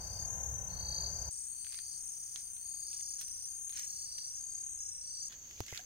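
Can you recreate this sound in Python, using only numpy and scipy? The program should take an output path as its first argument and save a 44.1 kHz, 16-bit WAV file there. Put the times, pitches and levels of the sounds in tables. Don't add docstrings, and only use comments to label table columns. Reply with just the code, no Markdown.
import sys
import numpy as np
from scipy import signal
from scipy.fft import rfft, irfft, next_fast_len
from scipy.io import wavfile
from scipy.ndimage import uniform_filter1d, map_coordinates

SR = 44100
rng = np.random.default_rng(int(sys.argv[2]) if len(sys.argv) > 2 else 0)


def unload_audio(sound):
    columns = np.transpose(np.atleast_2d(sound))
    steps = np.round(np.clip(columns, -1, 1) * 32767)
    wavfile.write(sys.argv[1], SR, steps.astype(np.int16))


N = 257984
TOP_HZ = 15800

SPOT_STARTS = [0, 1.295, 5.287, 6]
# share of the stroke (0-1), f/carrier, relative level/dB
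HIGH_STROKE = [(0, .95, -19), (.22, .965, -10), (0.341, .997, -1.5), (.5, 1.003, -1.5), (.66, .999, -4),
               (.8, .97, -15), (1, .95, -27.5)]
# t/s, length/s, level/dB before the envelope
CRUSHES = [(1.639, 0.215, -59.5), (2.332, 0.0928, -58.5), (2.879, 0.1455, -63), (3.175, 0.0754, -54.5),
           (3.718, .16, -51.5), (5.277, .1, -58), (5.35, .5, -61), (5.658, 0.1783, -49)]
# f/Hz, relative level/dB
LEAF = [(300, -45), (1050, -16), (1700, -2), (3500, 0.5), (7000, 1.5), (10000, -12), (16000, -12.5)]


def amp(db):
    return 10 ** (np.asarray(db) / 20)


def unit(x):
    return x / np.sqrt(np.mean(x ** 2, axis=-1, keepdims=True) + 1e-20)


def along(points, hz):
    f, v = np.transpose(points)
    return np.interp(np.log(hz + 1), np.log(f + 1), v)


def clock(length):
    return np.arange(int(length * SR)) / SR


def wobble(rate):
    knots = rng.standard_normal(int(N * rate / SR) + 4)
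    return map_coordinates(knots, [np.arange(N) * rate / SR])


def filtered(x, response):
    m = next_fast_len(x.shape[-1] + 8192)
    spectrum = rfft(x, m) * response(np.fft.rfftfreq(m, 1 / SR))
    return irfft(spectrum, m)[..., :x.shape[-1]]


def add(out, s, x, pan_db=0):
    i = round(s * SR)
    x = x[..., max(-i, 0):max(N - i, 0)]
    out[:, max(i, 0):max(i, 0) + x.shape[-1]] += x * amp([[pan_db / 2], [-pan_db / 2]])


def spot(index):
    t = np.arange(N) / SR
    here = (t >= SPOT_STARTS[index]) & (t < SPOT_STARTS[index + 1])
    return uniform_filter1d(1. * here, size=200)


def spot_at(s):
    return max(int(np.searchsorted(SPOT_STARTS, s)) - 1, 0)


def rush(spectrum):
    # f/Hz, correlation of left with right (-1 to 1)
    correlation = [(30, 0.71), (130, 0.98), (260, 0.375), (600, -0.017), (1200, -0.477), (2500, 0.302),
                   (15000, -0.28)]

    def response(hz):
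        turn = np.arccos(np.clip(along(correlation, hz), -1, 1)) / 2
        return amp(along(spectrum, hz)) * [np.cos(turn), np.sin(turn)]

    mid, side = filtered(rng.standard_normal((2, N)), response)
    return unit(np.array([mid + side, mid - side]))


def foliage(x, wet_db, t60):
    t = clock(.15)
    tail = rng.standard_normal((2, len(t))) * amp(-60 * t / t60)
    tail *= amp(wet_db) / np.linalg.norm(tail[0])
    tail[:, 0] += 1
    return signal.fftconvolve(np.atleast_2d(x), tail, axes=1)[:, :x.shape[-1]]


def stridulate(stroke, t, rate, carrier_hz, rough, overtone_db, lead_ms=0):
    which, share = (t * rate).astype(int), t * rate % 1
    at, bend, db = np.transpose(stroke)
    chance = rng.standard_normal((which[-1] + 1, 2))[which]
    teeth = uniform_filter1d(rng.standard_normal((2, len(t))), size=40)
    teeth = unit(uniform_filter1d(teeth, size=30))
    pitch = np.interp(share, at, bend) + 0.002008 * chance[:, 0] + 0.02016 * rough * teeth[0]
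    hz = carrier_hz * pitch
    level = amp(np.interp(share, at, db) + 1.007 * chance[:, 1] + 4.43 * rough * teeth[1])
    phase = 2 * np.pi * (np.cumsum(hz) / SR + np.array([[lead_ms], [0]]) * hz / 1000)
    return level * (np.sin(phase) + amp(overtone_db) * np.sin(2 * phase))


def buzzer():
    # share of the stroke (0-1), f/carrier, relative level/dB
    buzz_stroke = [(0, .95, -16), (.15, .96, -14), (0.259, 0.982, 9), (.38, 1.03, -3.5), (.5, 1.065, -3.5),
                   (.62, 1.055, -3), (.72, 1.01, -1.5), (.85, .95, -6), (1, .94, -15.5)]
    # first stroke t/s, strokes per second [1/s], level/dB,
    # left-right/dB, left lead/ms
    buzzes = [(-.009, 73, -55, 5.5, 0.0515), (1.306, 62.93, -48, 7.5, 0.4152)]
    # t/s, f/Hz
    buzz_pitch = [(1.32, 8647), (3.73, 8796), (3.77, 8621), (5.27, 8507)]
    # f/Hz, relative level/dB
    buzz_wing = [(6800, -11), (7900, 1), (8400, -0.5), (9300, -0.5), (9550, -2.5), (9850, -33.5)]
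    echo_s, echo_db = .006995, -10.5
    fade_db_per_s = .9

    def colour(hz):
        echo = amp(echo_db) * np.exp(-2j * np.pi * hz * echo_s)
        return amp(along(buzz_wing, hz)) * (1 + echo)

    out = np.zeros((2, N))
    for i, (start, rate, db, pan_db, lead_ms) in enumerate(buzzes):
        t = clock(SPOT_STARTS[i + 1] - start)
        hz = np.interp(start + t, *np.transpose(buzz_pitch))
        song = stridulate(buzz_stroke, t, rate, hz, rough=0.21, overtone_db=-49, lead_ms=lead_ms)
        song = song * amp(-fade_db_per_s * t)
        heard = filtered(foliage(song, wet_db=-1.5, t60=0.0562), colour)
        add(out, start, amp(db) * unit(heard), pan_db)
    return out * amp(0.6 * wobble(3.113))


def cricket(trills, voice, stroke, rough, overtone_db, wet_db, t60, swell_db, glide, settle, fade,
            sag_hz_per_s=0):
    out = np.zeros((2, N))
    for start, length, db in trills:
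        here = spot_at(start + length / 2)
        rate, hz, pan_db, lead_ms = voice[min(here, len(voice) - 1)]
        hz = hz - sag_hz_per_s * (start - SPOT_STARTS[here])
        t = clock(length + .05)
        unsettled = np.exp(-t / settle)
        envelope = amp(-swell_db * unsettled) * np.clip((length - t) / fade, 0, 1)
        song = stridulate(stroke, t, rate, hz * (1 - glide * unsettled), rough, overtone_db, lead_ms)
        heard = foliage(envelope * song, wet_db, t60)
        add(out, start, amp(db) * unit(heard), pan_db)
    return out


def near_crickets():
    # t/s, length/s, level/dB
    neighbour_trills = [(0, 0.54, -50.5), (.543, .75, -47), (1.544, 1.09, -54.5), (3.199, 0.628, -51.5),
                        (4.108, .65, -52.5), (5.088, 0.176, -53)]
    high_trills = [(.189, .37, -46.5), (.946, 0.323, -51), (1.29, 0.257, -53), (1.799, 0.616, -53.5),
                   (2.649, 0.552, -47.5), (3.468, .6, -49), (4.345, 0.554, -47.5), (5.215, 0.0708, -49.5)]
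    mid_trills = [(1.299, 0.179, -56), (1.837, 0.612, -57), (2.86, 0.625, -50.5), (3.758, .64, -49),
                  (4.779, .505, -49)]
    # strokes per second [1/s], carrier f/Hz
    # (for mid, at the start of the spot), left-right/dB, left lead/ms
    neighbour_voice = [(33.12, 6180, 11.7, 0.0592), (32.65, 6280, 4.7, 0.0331)]
    high_voice = [(37.98, 6600, 12.85, 0.2084), (35.47, 6635, 7.15, 0.1776)]
    mid_voice = [None, (31.5, 5700, -0.5, 0.29)]
    # share of the stroke (0-1), f/carrier, relative level/dB
    mid_stroke = [(0, 0.9, -22), (.2, .98, -34), (.3, .99, -4.5), (.45, 1.005, -2.5), (.66, 1.008, -9.5),
                  (.78, .975, -3), (1, 1.2, -29)]
    neighbours = cricket(neighbour_trills, neighbour_voice, HIGH_STROKE, rough=0.4162, overtone_db=-24,
                         wet_db=-7.0, t60=0.0683, swell_db=0, glide=0, settle=.05, fade=0.0042)
    high = cricket(high_trills, high_voice, HIGH_STROKE, rough=0.321, overtone_db=-26, wet_db=-5.5,
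                   t60=0.0764, swell_db=1, glide=0.00306, settle=0.0412, fade=0.00193)
    mid = cricket(mid_trills, mid_voice, mid_stroke, rough=0.193, overtone_db=-27, wet_db=-8, t60=0.0564,
                  swell_db=2.0, glide=0, settle=0.027, fade=.004, sag_hz_per_s=18)
    return neighbours + high + mid


def low_crickets():
    # share of the stroke (0-1), f/carrier, relative level/dB
    low_stroke = [(0, .98, -20.5), (0.119, .995, -23.5), (.24, 1.012, -1), (0.479, 1.01, 1.5),
                  (.68, .985, -1), (0.829, .935, -6), (1, .92, -27)]
    # t/s, length/s, level/dB
    low_trills = [(.688, .44, -45.5), (1.474, 0.548, -58), (2.565, 0.622, -58), (3.841, .47, -55),
                  (5.006, 0.2985, -55.5)]
    # first call t/s, length/s, level/dB
    far_low_calls = [(-.217, .5, -53.5), (.93, .56, -65)]
    # strokes per second [1/s], carrier f/Hz, left-right/dB, left lead/ms
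    low_voice = [(51.94, 4637, 2.49, 0.1663), (50.94, 4725, 3.73, 0.1767)]
    far_low_voice = [(49.71, 4745, 3.62, 0.0564), (50.24, 4765, 2, 0.0484)]
    call_every_s = 1.057

    def sing(trills, voice, wet_db):
        return cricket(trills, voice, low_stroke, rough=0.33, overtone_db=-25, wet_db=wet_db, t60=0.05,
                       swell_db=17, glide=0.06, settle=.115, fade=0.0694)

    out = sing(low_trills, low_voice, wet_db=-1)
    for i, (first, length, db) in enumerate(far_low_calls):
        calls = [(s, length, db) for s in np.arange(first, SPOT_STARTS[i + 1], call_every_s)]
        out = out + spot(index=i) * sing(calls, [far_low_voice[i]], wet_db=5)
    return out


def chorus(low_hz, high_hz, count):
    voices = 0
    for hz in np.linspace(low_hz, high_hz, count):
        t = np.arange(N) / SR + rng.random()
        song = stridulate(HIGH_STROKE, t, rng.uniform(30, 38), hz, rough=0.4994, overtone_db=-32)
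        heard = unit(foliage(song, wet_db=7.0, t60=0.161))
        voices = voices + heard * amp(1.0 * wobble(1.89))
    return unit(voices)


def far_crickets():
    chorus_db = [-52, -53, -53.5]
    level = sum(amp(db) * spot(index=i) for i, db in enumerate(chorus_db))
    drone = level * chorus(low_hz=6077, high_hz=6657, count=6)
    higher = amp(-58.5) * chorus(low_hz=6540, high_hz=6954, count=3)
    lower = amp(-68.5) * chorus(low_hz=4540, high_hz=4714, count=2)
    return drone + spot(index=2) * (higher + lower)


def engine():
    # f/Hz, relative level/dB
    rumble = [(12, -45.5), (20, -21.5), (48, -2.5), (70, -2.5), (102, -2.5), (134, -12.5), (189, -12),
              (236, -30.5), (300, -43.5), (390, -46.5), (660, -120)]
    roar = [(150, -33.5), (250, -10.5), (367, -6.5), (403, -4.5), (502, -1), (871, 1), (1270, -11),
            (1620, -8.5), (2270, -21.5), (3000, -26), (3900, -43), (6600, -120)]
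    firing_hz = 64.3 + 1.187 * wobble(5.28)
    tone = np.sin(2 * np.pi * np.cumsum(firing_hz) / SR) * amp(-49.3 + 3 * wobble(6.89))
    noise = amp(-50.0) * rush(rumble) + amp(-55.5 + wobble(9.99)) * rush(roar)
    return spot(index=0) * (tone + noise)


def air():
    # t/s, relative level/dB
    hiss_levels = [(0.0, -74), (3.13, -72), (3.31, -74.5), (3.93, -70.5), (4.12, -76), (4.98, -81),
                   (5.85, -74)]
    # f/Hz, relative level/dB
    fizz = [(3000, -19.5), (6000, -17), (7500, 7), (10000, -25.5), (12500, 5), (16000, -1)]
    open_air = [(20, 1), (60, 6), (140, -3), (300, -14.5), (1000, -13.5), (3000, -16), (7500, -21.5),
                (10000, -50.5), (12500, -26.5), (16000, -26)]
    murmur = [(30, -3), (70, -4), (130, -5.5), (400, -6.5), (900, -13), (3000, -19.5)]
    hiss_db = np.interp(np.arange(N) / SR, *np.transpose(hiss_levels))
    hiss = amp(hiss_db + 12.5) * rush(fizz) * amp([[3], [-7]])
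    dull = spot(index=2) * amp(-65.5) * rush(murmur)
    return hiss + dull + amp(-65.5 + 0.71 * wobble(5.125)) * rush(open_air)


def crackle(length, density, spread_db):
    size = len(clock(length))
    happens = rng.random(size) < density / SR
    cracks = happens * rng.standard_normal(size) * amp(spread_db * rng.standard_normal(size))
    coloured = filtered(cracks, lambda hz: amp(along(LEAF, hz)))
    return unit(foliage(coloured, wet_db=14, t60=0.005))


def small_snaps():
    snaps_per_s, mean_db, spread_db = 16, -50, 3
    return [(s + length * rng.random(), mean_db + spread_db * rng.standard_normal(), rng.normal(-7, 3))
            for s, length, db in CRUSHES for _ in range(int(length * snaps_per_s))]


def leaves():
    # t/s, relative level/dB, relative treble/dB
    loud_snaps = [(1.668, -44.5, -3.5), (1.744, -43, -6.5), (1.789, -41.5, -19.5), (2.36, -43.5, -9),
                  (2.566, -51, -19), (3.212, -42.5, 6.5), (3.282, -53.5, 14.5), (3.695, -46.5, 5),
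                  (3.773, -43, 4), (3.795, -41, 5), (4.184, -46.5, -1.5), (5.324, -42, -10),
                  (5.511, -46, -5), (5.664, -47.5, 7.5), (5.682, -37.5, -23), (5.768, -39, -12),
                  (5.776, -32, -12.5)]
    snap_pan_db = [0, -9.5, -0.5]
    out, t = np.zeros((2, N)), clock(.06)
    for s, length, db in CRUSHES:
        grains = crackle(length, density=1800, spread_db=1.5)
        add(out, s, amp(db) * grains * np.hanning(grains.shape[1]) ** .5, pan_db=-3)
    for s, db, treble_db in loud_snaps + small_snaps():
        uneven = unit(uniform_filter1d(rng.standard_normal(len(t)), size=40))
        crumble = unit(amp(3.5 * uneven))
        envelope = amp(-60 * t / .007) + crumble * amp(-8 - 60 * t / .055)
        burst = rng.standard_normal((2, len(t))) * envelope
        ripple = np.column_stack([np.geomspace(1000, TOP_HZ, 24), rng.normal(0, 2.5, 24)])
        treble = [(4000, 0.0019), (12000, treble_db + 4.5)]
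        snap = filtered(burst, lambda hz: amp(along(LEAF, hz) + along(ripple, hz) + along(treble, hz)))
        add(out, s, amp(db + 2.5) * snap, snap_pan_db[spot_at(s)])
    return out


def bubbles(count):
    # t/s, starting f/Hz, level/dB before the envelope
    loud_bubbles = [(5.683, 5100, -35), (5.684, 2030, -45), (5.731, 1998, -39), (5.793, 702.6, -51),
                    (5.794, 1558, -49)]
    life_cycles = 55
    mean_rise = .16
    squelch_s, lesser_hz, lesser_db = (5.55, 5.8), 2000, -54
    out, t = np.zeros((2, N)), clock(.15)
    lesser = [(rng.uniform(*squelch_s), lesser_hz * 2 ** rng.uniform(-.5, 1), lesser_db)
              for _ in range(count)]
    for s, hz, db in loud_bubbles + lesser:
        age = t * hz / life_cycles
        ring = np.sin(2 * np.pi * hz * t * (1 + mean_rise * age))
        envelope = amp(db - 60 * age) * (1 - np.exp(-t / 0.00073))
        add(out, s, ring * envelope)
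    return out


def steps():
    # t/s, thud level/dB, click level/dB, both before decay and panning
    footfalls = [(5.605, -34, -31), (5.726, -42, -46)]
    knock_colour = [(300, 4.5), (700, 3.0), (2500, -18.5)]  # f/Hz, relative level/dB
    out, t = np.zeros((2, N)), clock(.15)
    for s, thud_db, click_db in footfalls:
        thud = -np.sin(2 * np.pi * 105 * t) * amp(thud_db - 60 * t / 0.06)
        push = -np.sin(2 * np.pi * 420 * t) * amp(thud_db + 2 - 60 * t / 0.00777)
        click = rng.standard_normal((2, len(t))) * amp(click_db - 60 * t / 0.00317)
        burst = rng.standard_normal((2, len(t))) * amp(-60 * t / 0.0139)
        knock = filtered(burst, lambda hz: amp(along(knock_colour, hz)))
        add(out, s, thud + push + amp(thud_db + 12) * knock)
        add(out, s, click, pan_db=-9.5)
    return out


def scene():
    singers = buzzer() + near_crickets() + low_crickets() + far_crickets()
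    background = engine() + air()
    feet = leaves() + bubbles(count=12) + steps()
    return singers + background + feet


def record(dry):
    return filtered(dry, lambda hz: hz < TOP_HZ)


dry = scene()
out = record(dry)
unload_audio(out)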